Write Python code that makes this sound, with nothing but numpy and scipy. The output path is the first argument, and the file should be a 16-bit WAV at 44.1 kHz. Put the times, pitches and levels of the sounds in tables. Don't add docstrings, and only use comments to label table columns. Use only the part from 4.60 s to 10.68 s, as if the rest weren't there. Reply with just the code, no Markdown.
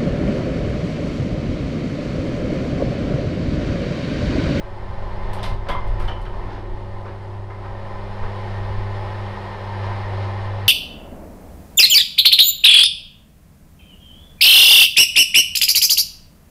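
import sys
import numpy as np
from scipy import signal
from scipy.fft import rfft, irfft, next_fast_len
from scipy.io import wavfile
from scipy.ndimage import uniform_filter1d

SR = 44100
rng = np.random.default_rng(int(sys.argv[2]) if len(sys.argv) > 2 else 0)


def ratio(d):
    e = np.asarray(d, float) / 20
    return 10 ** e


def int16_out(signal):
    q = np.round(np.clip(np.atleast_2d(signal).T, -1, 1) * 32767)
    wavfile.write(sys.argv[1], SR, q.astype(np.int16))


N = 268128
TIME = np.arange(N) / SR

# pitch_hz [Hz], t60_s [s]
GARAGE_T60 = [(500, 0.47), (3000, 0.33), (12000, 0.17)]
# start_s [s], pitch_hz [Hz], level_db [dB]
SQUEAK = [
    (3.745, 9600, -76),
    (3.76, 9620, -69),
    (3.785, 9640, -76),
]

SHEET_PARTS = {"section": (179, 50), "skin": (300, 93), "brace": (570, 68), "strut": (810, 32),
               "plate": (980, 67), "bracket": (1000, 78), "clip": (1330, 86),
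               "bracket overtone": (2080, 37), "strap": (2650, 170), "hinge leaf": (3020, 140),
               "hinge pin": (3230, 290), "washer": (4200, 200)}
# start_s [s], part [name], level_db [dB], length_s [s]
RATTLES = [(.74, "strut", -30, 0.079), (.79, "hinge leaf", -43, .015), (.835, "bracket", -31.5, .073),
           (.835, "bracket overtone", -36.5, .06), (.833, "hinge pin", -46, .022),
           (1.096, "plate", -19.5, 0.021), (1.083, "brace", -27, 0.012), (1.09, "section", -32, .04),
           (.84, "section", -32, 0.036), (1.09, "skin", -40, .03), (1.7, "section", -41, 0.16),
           (1.09, "clip", -38, .017), (1.088, "hinge pin", -31, 0.033), (1.149, "bracket", -19, 0.0045),
           (1.105, "bracket overtone", -28.5, 0.013), (1.16, "bracket overtone", -34.5, 0.058),
           (1.477, "hinge leaf", -28.5, .012), (1.51, "hinge leaf", -42, 0.026),
           (1.481, "hinge pin", -37, 0.01), (1.481, "washer", -50, .012), (1.481, "bracket", -36, .027),
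           (1.655, "hinge leaf", -42.5, .02), (1.737, "bracket", -33, .0065), (1.84, "skin", -35.5, 0.16),
           (2.02, "skin", -36, .08), (5.3, "skin", -39, 0.49), (2.72, "strap", -55, .033),
           (2.9, "bracket overtone", -44, .05)]
# start_s [s], panel_db [dB], hinge_db [dB], tick_db [dB], length_s [s]
CLICKS = [
    (0.731, -38, -43.5, -51, 0.028),
    (0.829, -32.5, -35, -48, 0.036),
    (1.086, -24.5, -36.5, -52.5, 0.028),
    (1.273, -58, -71, -64, .018),
    (1.397, -34, -47, -58.5, 0.043),
    (1.478, -33.5, -41.5, -64, 0.026),
    (1.614, -59, -61, -62, 0.014),
    (1.651, -40, -53, -70, 0.018),
]
# start_s [s], panel_db [dB], hinge_db [dB], rise_s [s]
SHOVES = [
    (.78, -48, -48.5, 0.018),
    (1.06, -37, -56, 0.016),
    (1.89, -38.5, -53, 0.038),
    (2.441, -37.5, -60, 0.036),
    (2.895, -39, -59, 0.018),
    (3.035, -39, -62, 0.019),
    (3.621, -35, -57, 0.021),
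    (5.23, -37, -49, 0.013),
    (5.599, -40, -49, 0.025),
]
STROKE_RISES_S = [.005, .0007, .0007]
CRACK_DB, CRACK_S = 3, 0.0029

# pitch_hz [Hz], width_hz [Hz], level_db [dB]
DEEP_MODES = [(11.26, 3.5, -0.5), (21.7, 3, -12.5), (30.3, 7, -5), (38.5, 5.2, -5)]
# pitch_hz [Hz], width_hz [Hz], level_db [dB]
UPPER_MODES = [(60.5, 3.6, -12), (72.3, 4.2, -4), (52.4, 65, -13), (94, 43, -8.5)]
# start_s [s], level_db [dB]
SHAKE = [(0, -31), (.5, -27), (.85, -25), (1.2, -26.5), (1.5, -25), (1.65, -29), (2.3, -34), (2.6, -38.5),
         (3.0, -35), (3.4, -34), (4.0, -32.5), (4.7, -36.5), (5.1, -40.5), (5.6, -38), (6.08, -40)]
UPPER_DB, UPPER_FOLLOWS, SHAKE_LUMPS_DB = -46, 0.98, 2
# centre_s [s], deep_db [dB], upper_db [dB], half_width_s [s]
LURCHES = [(.3, -39, -34, 0.086), (.43, -28, -39, 0.038), (.915, -20.5, -31, 0.044),
           (1.14, -21.5, -29, 0.044), (1.3, -18.5, -50, 0.079), (1.44, -19.5, -35, 0.047),
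           (1.75, -45, -38, 0.036), (1.84, -32, -38, .05), (2.13, -28, -35, 0.033), (2.5, -50, -40, .03),
           (3.13, -32, -47, 0.023), (3.64, -19.5, -32, 0.031), (4.1, -45, -39, .03), (4.19, -23, -47, .045),
           (4.5, -40, -42, .06), (4.76, -46, -33, .025), (4.98, -49, -41, .025), (5.29, -36, -45, .04),
           (5.45, -34, -44, .03), (5.84, -32, -48, 0.032), (6.07, -55, -46, .04)]
# start_s [s], level_db [dB], pitch_hz [Hz]
JOLTS = [
    (3.615, -39, 34),
    (4.105, -22, 64.3),
    (4.16, -28, 24),
]

# start_s [s], level_db [dB]
LOAD = [(0.0, -49.5), (0.22, -49), (0.46, -46), (0.8, -43.5), (0.91, -47), (1.12, -48.5), (1.34, -45.5),
        (1.69, -49.5), (1.89, -47.5), (2.08, -49.5), (2.91, -53), (3.1, -48), (3.76, -42.5), (4.98, -42.5),
        (5.18, -40.5), (6.08, -41)]
HUM_HZ = 99.77
# start_s [s], level_db [dB]
HUM = [(0.0, -39), (0.03, -41), (0.78, -32), (1.22, -37.5), (1.32, -29.5), (1.66, -36), (2.13, -36),
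       (2.17, -33), (3.2, -33.5), (4.3, -27), (4.93, -31), (5.23, -25.5), (6.05, -27), (6.08, -24)]
# multiple [of HUM_HZ], level_db [dB at mean load], load_share [dB/dB]
LOAD_ORDERS = [(2, -44, 1.02), (4, -46.5, 0.34), (5, -51, 1.2)]
# multiple [of HUM_HZ], level_db [dB]
WEAK_ORDERS = [(3, -58), (6, -60), (8, -68), (9, -56)]
# pitch_hz [Hz], level_db [dB]
GEAR_LINES = [(60.5, -48), (358.5, -50.5), (557.5, -50.5), (759, -60)]
RUN_UP_S, RUN_UP_DB = 0.12, -13
SAG_FROM_S, SAG_DB_PER_S = 3.5, -2

# pitch_hz [Hz], width_hz [Hz], lift_db [dB]
RAIL = [(366, 19, 3.5), (448, 6.7, 4), (552.3, 22, 7), (619, 9.7, 4), (802, 9.3, 9), (852.6, 16.7, 9),
        (917, 10.5, 6.5), (1013, 8, 9.5), (1283, 62, 4), (1582, 11, 8), (1751, 12, 8.5), (1817, 23, 4.5),
        (1884, 26, 7), (2045, 36, 2.5), (1990, 16, -4), (2446, 24, 3.5), (2900, 21, 4.5), (5140, 39, 8)]
# pitch_hz [Hz], level_db [dB per Hz]
DRIVE_COLOUR = [(60, -31), (125, -18.5), (170, -25.5), (230, -31.5), (320, -33.5), (350, -17.5), (450, -25),
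                (560, -21.5), (700, -20.5), (800, -22), (1060, -19.5), (1150, -26.5), (1550, -30.5),
                (2050, -27.5)]
# pitch_hz [Hz], level_db [dB per Hz]
TOP_COLOUR = [(2250, 0), (2700, -3.5), (3100, -3), (4500, -8), (5300, -12), (5700, -15), (7600, -20.5),
              (8800, -18.5), (9600, -22.5), (11000, -22.5), (11900, -29), (13300, -29.5), (14800, -39),
              (15300, -51)]
ZONES_HZ = [260, 420, 1000, 1800, 4500, 7000]
ZONE_OF = [0, 1, 1, 2, 2, 3]
# level_db [dB at mean load], load_share [dB/dB], overhead_db [dB gained overhead]
ZONE_LAWS = [(-48.5, 0.56, -3), (-36.5, 0.85, -1.55), (-44.5, 1, 0.25), (-66.5, 0.31, 2)]
BEND_S, BEND_SPREAD_S = 3.4, 0.17
# centre_s [s], half_width_s [s], level_db [dB]
LULL = (1, 0.04, -1.5)


def rms_one(x):
    return x / np.sqrt(np.mean(x ** 2) + 1e-20)


def peak_one(x):
    return x / np.sqrt(uniform_filter1d(x ** 2, size=SR // 100).max())


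def in_time(rows):
    s, *columns = np.transpose(rows)
    return [np.interp(TIME, s, c) for c in columns]


def at_hz(points, hz):
    points = np.array(points)
    return np.interp(np.log(hz), np.log(points[:, 0]), points[:, 1])


def drift(rate):
    r = np.exp(-80 * np.pi * rate / SR)
    noise = rng.standard_normal(N // 40 + 2002)
    slow = signal.lfilter([1], [1, -2 * r, r * r], noise)[2000:]
    return np.interp(np.arange(N) / 40, np.arange(len(slow)), rms_one(slow))


def band(x, low_hz, high_hz):
    sos = signal.butter(2, [low_hz, min(high_hz, .45 * SR)], "band", fs=SR, output="sos")
    return signal.sosfilt(sos, x)


def resonance(x, hz, width_hz):
    r = np.exp(-np.pi * width_hz / SR)
    gain = (1 - r * r) / 2
    return signal.lfilter(gain * np.array([1, 0, -1]), [1, -2 * r * np.cos(2 * np.pi * hz / SR), r * r], x)


def coloured(x, low, top, step_db):
    size = next_fast_len(x.shape[-1])
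    hz = np.maximum(np.arange(size // 2 + 1) * SR / size, 1)
    points = list(low) + [(f, db + step_db) for f, db in top]
    return irfft(rfft(x, size) * ratio(at_hz(points, hz)), size)[..., :x.shape[-1]]


def garage(x):
    age = np.arange(SR // 2) / SR
    tail = np.zeros(len(age))
    for hz in 300 * 2. ** np.arange(7):
        echoes = band(rng.standard_normal(len(age)), hz / np.sqrt(2), hz * np.sqrt(2))
        tail += echoes * ratio(-60 * age / at_hz(GARAGE_T60, hz))
    tail = tail * np.minimum(age / 0.013, 1)
    return signal.fftconvolve(x, tail / np.sqrt(np.sum(tail ** 2)))[:N]


def near_walls(x):
    echoes = np.zeros(SR // 30)
    delays_s = rng.uniform(.001, .016, 12)
    echoes[(delays_s * SR).astype(int)] = ratio(-20) * rng.choice([-1, 1], 12)
    echoes[0] = 1
    return signal.fftconvolve(x, echoes[None] / np.sqrt(np.sum(echoes ** 2)), axes=1)[:, :N]


def squeak():
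    hz, db = in_time(SQUEAK)
    sounding = (TIME > SQUEAK[0][0]) & (TIME < SQUEAK[-1][0])
    return sounding * ratio(db) * np.sin(2 * np.pi * np.cumsum(hz) / SR)


def stroke(length, rise):
    age = np.arange(SR // 2) / SR
    lumps_db = 2.2 * rng.standard_normal(126) * np.minimum(np.arange(126) / 4, 1)
    ragged = np.interp(age * 250, np.arange(126), ratio(lumps_db))
    ragged = ragged * ratio(CRACK_DB * np.exp(-age / CRACK_S))
    swell = 1 - np.exp(-age / max(rise, 1e-4))
    return ragged * rng.standard_normal(len(age)) * swell * np.exp(-age / max(length, 1e-3))


def rattles():
    out = np.zeros(N + SR)
    for s, part, db, length in RATTLES:
        hz, width = SHEET_PARTS[part]
        ring = resonance(resonance(stroke(length, 0.0019), hz, width), hz, 3 * width)
        out[round(s * SR):][:len(ring)] += ratio(db - 6.0) * peak_one(ring)
    return out[:N]


def clicks():
    strokes = [(s, length, STROKE_RISES_S, levels) for s, *levels, length in CLICKS]
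    strokes += [(s, 1.2 * rise, [rise, rise], levels) for s, *levels, rise in SHOVES]
    bands_hz = [(250, 2300), (2300, 7000), (7000, 15200)]
    out = np.zeros(N + SR)
    for s, length, rises, levels_db in strokes:
        for db, rise, (low, high) in zip(levels_db, rises, bands_hz):
            noise = stroke(length, rise)
            noise = coloured(noise, [(250, 0), (1000, 2.5), (2100, -4.0)], TOP_COLOUR, step_db=-3)
            if low > 5000:
                noise = np.diff(noise)
            sound = peak_one(band(band(noise, low, high), low, high))
            out[round(s * SR):][:len(noise)] += ratio(db) * sound
    return out[:N]


def slab_mode(hz, width):
    noise = rng.standard_normal(N + SR)
    return rms_one(resonance(resonance(noise, hz, width), hz, 2.1 * width)[SR:])


def rumble():
    out = np.zeros(N)
    shake_db, = in_time(SHAKE)
    steady_db = [shake_db, UPPER_DB + UPPER_FOLLOWS * (shake_db - shake_db.mean())]
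    for k, modes in enumerate([DEEP_MODES, UPPER_MODES]):
        ringing = sum(ratio(db) * slab_mode(hz, width) for hz, width, db in modes)
        swell = np.sqrt(uniform_filter1d(ringing ** 2, size=SR // 14))
        lurches = sum(ratio(row[1 + k]) * np.exp(-((TIME - row[0]) / row[3]) ** 2) for row in LURCHES)
        steady = ratio(steady_db[k] + SHAKE_LUMPS_DB * drift(6))
        out += np.hypot(steady, lurches) * ringing / swell
    for s, db, hz in JOLTS:
        cycles = np.maximum(TIME - s, 0) * hz
        out += ratio(db) * np.sin(2 * np.pi * cycles) * np.exp(-.8 * cycles)
    return out


def load_swing():
    load_db, = in_time(LOAD)
    return load_db - load_db.mean()


def hum():
    run_up_db = RUN_UP_DB * np.exp(-TIME / RUN_UP_S)
    run_up_db += SAG_DB_PER_S * np.maximum(TIME - SAG_FROM_S, 0)
    orders = [(1, in_time(HUM)[0])]
    orders += [(k, db + share * load_swing() + run_up_db) for k, db, share in LOAD_ORDERS]
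    orders += WEAK_ORDERS
    lines = [(k * HUM_HZ, db, 0.16 * k) for k, db in orders]
    lines += [(hz, db, .8) for hz, db in GEAR_LINES]
    out = np.zeros(N)
    for hz, db, waver in lines:
        phase = 2 * np.pi * hz * TIME + waver * drift(2.63) + rng.uniform(0, 2 * np.pi)
        out += np.sqrt(2) * ratio(db + 1.15 * drift(2.3)) * np.sin(phase)
    return out


def drive():
    white = rng.standard_normal((2, N))
    turn = 2 * np.pi * HUM_HZ * TIME
    white = white * (1 + 0.089 * np.sin(turn) + 0.076 * np.sin(3 * turn))
    for hz, width_hz, lift_db in RAIL:
        white = white + (ratio(lift_db) - 1) * resonance(white, hz, width_hz)
    edges = 110 * 2 ** np.arange(0, 7.6, 1 / 3)
    together = drift(3.7)
    out = np.zeros((4, N))
    for k, (low, high) in enumerate(zip(edges, edges[1:])):
        piece = ratio(0.6 * together + 0.12 * drift(15)) * band(white[k % 2], low, high)
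        centre = np.log(low * high) / 2
        shares = [np.interp(centre, np.log(ZONES_HZ), row[ZONE_OF]) for row in np.eye(4)]
        out += np.outer(shares, piece)
    out[2:] = near_walls(out[2:])
    out = coloured(out, DRIVE_COLOUR, TOP_COLOUR, step_db=-32.5)
    whole = out.sum(axis=0)
    zone_bands_hz = [(215, 340), (340, 1300), (1300, 5500), (5500, 14000)]
    spreads = np.array([np.std(band(whole, low, high)) for low, high in zone_bands_hz])
    overhead = (1 + np.tanh((TIME - BEND_S) / BEND_SPREAD_S)) / 2
    levels_db = np.array([db + share * load_swing() + gain_db * overhead for db, share, gain_db in ZONE_LAWS])
    lull_s, half_width_s, lull_db = LULL
    levels_db += lull_db * np.exp(-((TIME - lull_s) / half_width_s) ** 2)
    return np.sum(out * ratio(levels_db) / spreads[:, None], axis=0)


def scene():
    hits = clicks() + rattles() + squeak()
    return (hum() + drive() + rumble() + hits + ratio(-6.5) * garage(hits))[None]


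def band_limit(x):
    return signal.sosfilt(signal.butter(12, 15170, fs=SR, output="sos"), x)


def record(dry):
    return band_limit(dry)


dry = scene()
out = record(dry)
int16_out(out)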